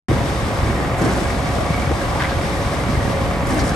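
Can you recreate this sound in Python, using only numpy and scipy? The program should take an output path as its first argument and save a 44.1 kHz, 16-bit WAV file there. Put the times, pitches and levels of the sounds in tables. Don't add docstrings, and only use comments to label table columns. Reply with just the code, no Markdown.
import sys
import numpy as np
from scipy import signal
from scipy.fft import rfft, irfft
from scipy.io import wavfile

SR = 44100
rng = np.random.default_rng(int(sys.argv[2]) if len(sys.argv) > 2 else 0)


def transcribe(signal):
    frames = np.atleast_2d(signal).T
    limited = np.clip(frames, -1, 1)
    pcm = np.round(limited * 32767).astype(np.int16)
    wavfile.write(sys.argv[1], SR, pcm)


N = 165375
T = np.arange(N) / SR
FREQS = np.maximum(np.arange(N // 2 + 1) * SR / N, 1)
LEFT_RIGHT = np.array([[1], [-1]])
TICK_LIKENESS = 0.44

# f/Hz, correlation [-1 to 1]
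LIKENESS = [(60, 0.87), (250, 0.88), (650, 0.86), (1100, 0.58), (1800, 0.092), (2900, 0.27), (4700, 0.69),
            (7500, 0.45), (8800, 0.84), (10100, -0.92), (11400, 0.43)]


def from_db(db):
    return 10 ** (np.asarray(db) / 20)


def rms_one(x):
    return x / np.sqrt(np.mean(x ** 2) + 1e-20)


def per_hz(points):
    hz, value = np.transpose(points)
    return np.interp(np.log(FREQS), np.log(hz), value)


def drift(rate_hz):
    step = 40
    r = np.exp(-2 * np.pi * rate_hz * step / SR)
    settling = 2000
    white = rng.standard_normal(N // step + settling + 2)
    slow = signal.lfilter([1], [1, -2 * r, r * r], white)[settling:]
    return np.interp(np.arange(N) / step, np.arange(len(slow)), rms_one(slow))


def pair(alike):
    mid, side = rfft(rng.standard_normal((2, N)))
    alike = np.clip(alike, -1, 1)
    return np.sqrt(1 + alike) * mid + np.sqrt(1 - alike) * side * LEFT_RIGHT


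def noise(spectrum, pan_db=0):
    level_db = per_hz(spectrum) + pan_db * LEFT_RIGHT / 2
    return rms_one(irfft(pair(per_hz(LIKENESS)) * from_db(level_db), N))


def band(x, low_hz, high_hz):
    high_hz = min(max(high_hz, low_hz + 10), SR / 2 - 10)
    sos = signal.butter(2, [low_hz, high_hz], "band", fs=SR, output="sos")
    return signal.sosfilt(sos, x + 1e-18)


def envelope(start, attack, hold, release):
    rise = np.clip((T - start) / attack, 0, 1)
    return rise * np.exp(-np.maximum(T - start - attack - hold, 0) / release)


def ring(drive, hz, width_hz):
    r = np.exp(-np.pi * width_hz / SR)
    poles = [1, -2 * r * np.cos(2 * np.pi * hz / SR), r * r]
    return rms_one(signal.lfilter([1, 0, -1], poles, drive + 1e-18))


def ticks(per_s):
    return (rng.random(N) < per_s / SR) * irfft(pair(TICK_LIKENESS), N)


def surge():
    # t/s, hold/s, level rise/dB
    heaves = [(0.082, .11, 4.5), (.57, 0.21, 3.5), (1.0, .18, 2.5), (1.69, .14, 1), (2.83, 0.28, 3),
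              (3.2, 0.099, 2), (3.598, 0.088, 2)]
    attack_s, release_s = .025, 0.06
    return from_db(sum(db * envelope(s, attack_s, hold, release_s) for s, hold, db in heaves))


def diesel(firing_hz, exhaust_db, pipe_hz, clatter_db, count=6):
    # f/Hz, relative level per Hz/dB
    clatter_spectrum = [(200, 0), (600, -10), (1100, 1.5), (2200, -4.5), (2600, -11.5), (5000, -38),
                        (12000, -34)]
    speed_wander = .004
    cylinder_db, firing_db = 1.5, 2.5
    pipe_width_hz, muffler_hz, exhaust_spread = 27, 510, 0.21
    knock_s, block_ring_s, block_ring_db = 0.0091, 0.004, -2

    phase = np.cumsum(firing_hz * (1 + speed_wander * drift(1))) / SR + rng.random()
    firing = phase.astype(int)
    cylinder_level = cylinder_db * rng.standard_normal(count)[firing % count]
    strength = from_db(cylinder_level + firing_db * rng.standard_normal(N)[firing])
    pulses = strength * np.diff(firing, prepend=0)

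    exhaust = band(ring(pulses, pipe_hz, pipe_width_hz), 11.0, muffler_hz)
    exhaust = exhaust * (1 + exhaust_spread * drift(10.0) * LEFT_RIGHT)

    metal = noise(clatter_spectrum)
    since_firing_s = (phase % 1) / firing_hz
    clatter = rms_one(metal * strength * np.exp(-since_firing_s / knock_s))
    block_response = metal * np.exp(-T / block_ring_s)
    block = rms_one(signal.fftconvolve(pulses[None], block_response, axes=1)[:, :N])
    mechanical = clatter + from_db(block_ring_db) * block
    return from_db(exhaust_db) * rms_one(exhaust) * surge() + from_db(clatter_db) * mechanical


def diesels():
    # firing f/Hz, exhaust level/dB, pipe resonance f/Hz, clatter level/dB
    engines = [(42.16, -34.5, 57, -38.5), (67.4, -30.5, 73.2, -40), (37.37, -33, 114, -47)]
    return sum(diesel(*engine) for engine in engines)


def pump():
    # t/s, spray level/dB, rumble level/dB, rumble rise/s, rumble hold/s
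    changeovers = [(0.97, -37, -20.3, .03, .1), (3.448, -36, -20.3, .08, .07)]
    # f/Hz, relative level per Hz/dB
    hiss_spectrum = [(1000, 7), (2600, -1), (3700, 1.5), (4300, -1), (5100, 1.5), (7000, -4), (8600, -1),
                     (10200, -9.5), (11300, -1.5), (12400, -26)]
    spray_spectrum = [(700, 10.5), (1600, 21), (3000, -5), (5000, 11.5), (8800, 7.5), (11200, 7),
                      (12500, -16)]
    rumble_spectrum = [(30, -26), (70, -3), (160, 3), (290, 5), (400, 1), (520, -6), (690, -2), (850, -7),
                       (1300, -16), (1630, -9), (2200, -20), (3000, -21.5), (8000, -60)]
    # f/Hz, left minus right level/dB
    hiss_balance = [(1500, -3.5), (3000, 15.5), (4600, 12), (6500, 9.5), (8500, 0.5), (12000, 0)]
    hiss_db, hiss_flicker_db, spray_flicker_db = -35.5, 1.24, 3.5
    ease_s, ease_db, recover_s = 0.31, -9.5, 0.051
    spray_attack_s, spray_hold_s, spray_release_s = 0.016, 0.22, 0.08
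    rumble_delay_s, rumble_release_s = 0.0069, 0.12

    level_db, out = hiss_db + hiss_flicker_db * drift(13), 0
    spray, rumble = noise(spray_spectrum), noise(rumble_spectrum)
    for s, spray_db, rumble_db, rise, hold in changeovers:
        level_db = level_db + ease_db * np.interp(T, [s - ease_s, s, s + recover_s], [0, 1, 0])
        spray_gain = from_db(spray_db + spray_flicker_db * drift(55))
        out = out + spray * spray_gain * envelope(s, spray_attack_s, spray_hold_s, spray_release_s)
        rumble_shape = envelope(s + rumble_delay_s, rise, hold, rumble_release_s)
        out = out + rumble * from_db(rumble_db) * rumble_shape
    return out + from_db(level_db) * noise(hiss_spectrum, per_hz(hiss_balance))


def spits():
    # t/s, level/dB
    spurts = [(0.979, -39), (3.468, -41), (3.53, -38)]
    low_hz, high_hz, attack_s, decay_s = 6500, 12000, .002, 0.027
    air = rms_one(band(irfft(pair(per_hz(LIKENESS)), N), low_hz, high_hz))
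    return air * sum(from_db(db) * envelope(s, attack_s, 0, decay_s) for s, db in spurts)


def whines():
    # f/Hz, level/dB
    tones = [(300, -44.5), (467.1, -51), (538.8, -37), (564.7, -36), (721, -42.5), (807.9, -42),
             (855, -47.5), (932.8, -50.5), (983, -47.5), (1053.4, -49), (1130.1, -42.5), (1201.4, -48),
             (1858.8, -56), (2272, -51.5), (3687, -55), (7525, -68)]
    pitch_wander, flutter_db, path_spread = 0.0028, 3.2, 0.29
    out = np.zeros((2, N))
    for hz, db in tones:
        phase = 2 * np.pi * np.cumsum(hz * (1 + pitch_wander * drift(3.16))) / SR
        paths = path_spread * drift(3.0) * LEFT_RIGHT
        flutter = from_db(flutter_db * drift(2.76))
        out += from_db(db) * rms_one(np.sin(phase + paths) * flutter)
    return out


def thuds():
    # t/s, level/dB, centre f/Hz
    knocks = [(0.09, -12, 220), (0.096, -10, 110), (.125, -14, 120), (.113, -7, 342), (.204, -14, 231),
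              (0.579, -14.5, 135), (0.621, -12, 95), (0.661, -17, 109), (.797, -11.5, 279),
              (1.017, -11.5, 150), (1.04, -9, 251), (1.064, -10, 330), (1.143, -19, 74.5),
              (1.488, -16, 110), (1.701, -10.5, 145), (1.784, -13, 166), (1.869, -12, 126),
              (1.909, -9, 310), (1.918, -16, 82), (2.363, -11, 90), (2.885, -13, 160), (2.966, -11.5, 70),
              (3.044, -15, 111), (3.095, -15, 251), (3.15, -14.5, 249), (3.215, -16, 137), (3.277, -16, 96),
              (3.42, -14, 90.5), (3.552, -15, 167), (3.607, -13.5, 68.5), (3.654, -19, 120)]
    attack_cycles, decay_cycles = 0.6, 1.1
    trail_db, trail_decay_s, trail_width = -10, 0.017, 1.68
    bumps_per_s, bumps_db, bump_low_hz, bump_high_hz = 220, -31.5, 83, 283
    bumps_follow = 1.57

    clicks = (rng.random(N) < bumps_per_s / SR) * rng.standard_normal(N)
    bumps = rms_one(band(clicks, bump_low_hz, bump_high_hz))
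    out = from_db(bumps_db) * bumps * surge() ** bumps_follow
    white = irfft(pair(0.51), N)
    for s, db, hz in knocks:
        attack_s = attack_cycles / hz
        knock = np.sin(2 * np.pi * hz * (T - s)) * envelope(s, attack_s, 0, decay_cycles / hz)
        trail = rms_one(band(white, hz / trail_width, hz * trail_width))
        trail = trail * envelope(s, attack_s, 0, trail_decay_s)
        out = out + from_db(db) * (knock + from_db(trail_db) * trail)
    return band(out, 45.6, 690)


def panels():
    # f/Hz, level/dB
    resonances = [(630, -41), (680, -38.5), (1000, -43), (1150, -41), (1630, -44.5), (1880, -44.5),
                  (2080, -45), (2250, -44.5)]
    ticks_per_s, width_hz, swell_db = 90, 38, 3.5
    out = 0
    for hz, db in resonances:
        buzz = ring(ticks(ticks_per_s), hz, width_hz)
        out = out + from_db(db) * rms_one(buzz * from_db(swell_db * drift(3.7)))
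    return out


def scrapes():
    # t/s, level/dB, centre f/Hz, decay/s
    rasps = [(2.15, -26.5, 770, 0.11), (2.19, -36, 3600, 0.043), (2.29, -36, 3600, 0.046),
             (1.1, -37, 3720, 0.029), (3.59, -29, 4800, 0.02)]
    attack_s, width, alike, grit_db = 0.0069, 1.28, 0.57, 1.5
    grit = irfft(pair(alike), N) * from_db(grit_db * drift(72))
    out = 0
    for s, db, hz, decay in rasps:
        rasp = rms_one(band(grit, hz / width, hz * width))
        out = out + from_db(db) * rasp * envelope(s, attack_s, 0, decay)
    return out


def clank():
    # f/Hz, relative level/dB
    modes = [(996, -3), (1170, -1), (1450, -1.5), (1600, 3), (1780, 0), (2000, 0), (2120, -0.5),
             (2600, -10), (3130, -9), (3600, -9), (4960, -15)]
    start_s, attack_s, hold_s, release_s = 2.188, .022, 0.031, 0.024
    level_db, contacts_per_s, quality = -41, 600, 14
    contacts = rng.random(N) < contacts_per_s / SR
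    contacts = contacts * envelope(start_s, attack_s, hold_s, release_s)
    out = 0
    for hz, db in modes:
        strikes = contacts * irfft(pair(TICK_LIKENESS), N)
        out = out + from_db(db) * ring(strikes, hz, hz / quality)
    return from_db(level_db) * rms_one(out)


def site_roar():
    # f/Hz, relative level per Hz/dB
    roar_spectrum = [(20, -35), (32, -22), (45, 0.5), (70, 1), (110, 0), (170, -4.5), (300, -8), (470, -9),
                     (550, -7.5), (600, -10.5), (690, -7), (860, -12.5), (1200, -13), (1450, -18),
                     (1900, -17.5), (2300, -19.5), (2450, -23), (4200, -30), (7000, -36.5), (11000, -38),
                     (12500, -44)]
    return from_db(-22.5) * noise(roar_spectrum)


def scene():
    # f/Hz, phase/rad
    left_leads = [(60, 0.32), (700, 0), (2300, 0.29), (4000, 0.61), (8000, 0.53), (11000, 0)]
    machines = diesels() + pump() + spits() + whines()
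    impacts = thuds() + panels() + scrapes() + clank()
    left, right = machines + impacts + site_roar()
    right = irfft(rfft(right) * np.exp(-1j * per_hz(left_leads)), N)
    return np.array([left, right])


def record(dry):
    start_s, cutoff_hz = .084, 12400
    lead_in = from_db(-69) * band(dry, 16, 144)
    opened = np.where(T < start_s, lead_in, dry)
    low_pass = signal.ellip(12, .1, 100, cutoff_hz, fs=SR, output="sos")
    return signal.sosfilt(low_pass, opened)


dry = scene()
out = record(dry)
transcribe(out)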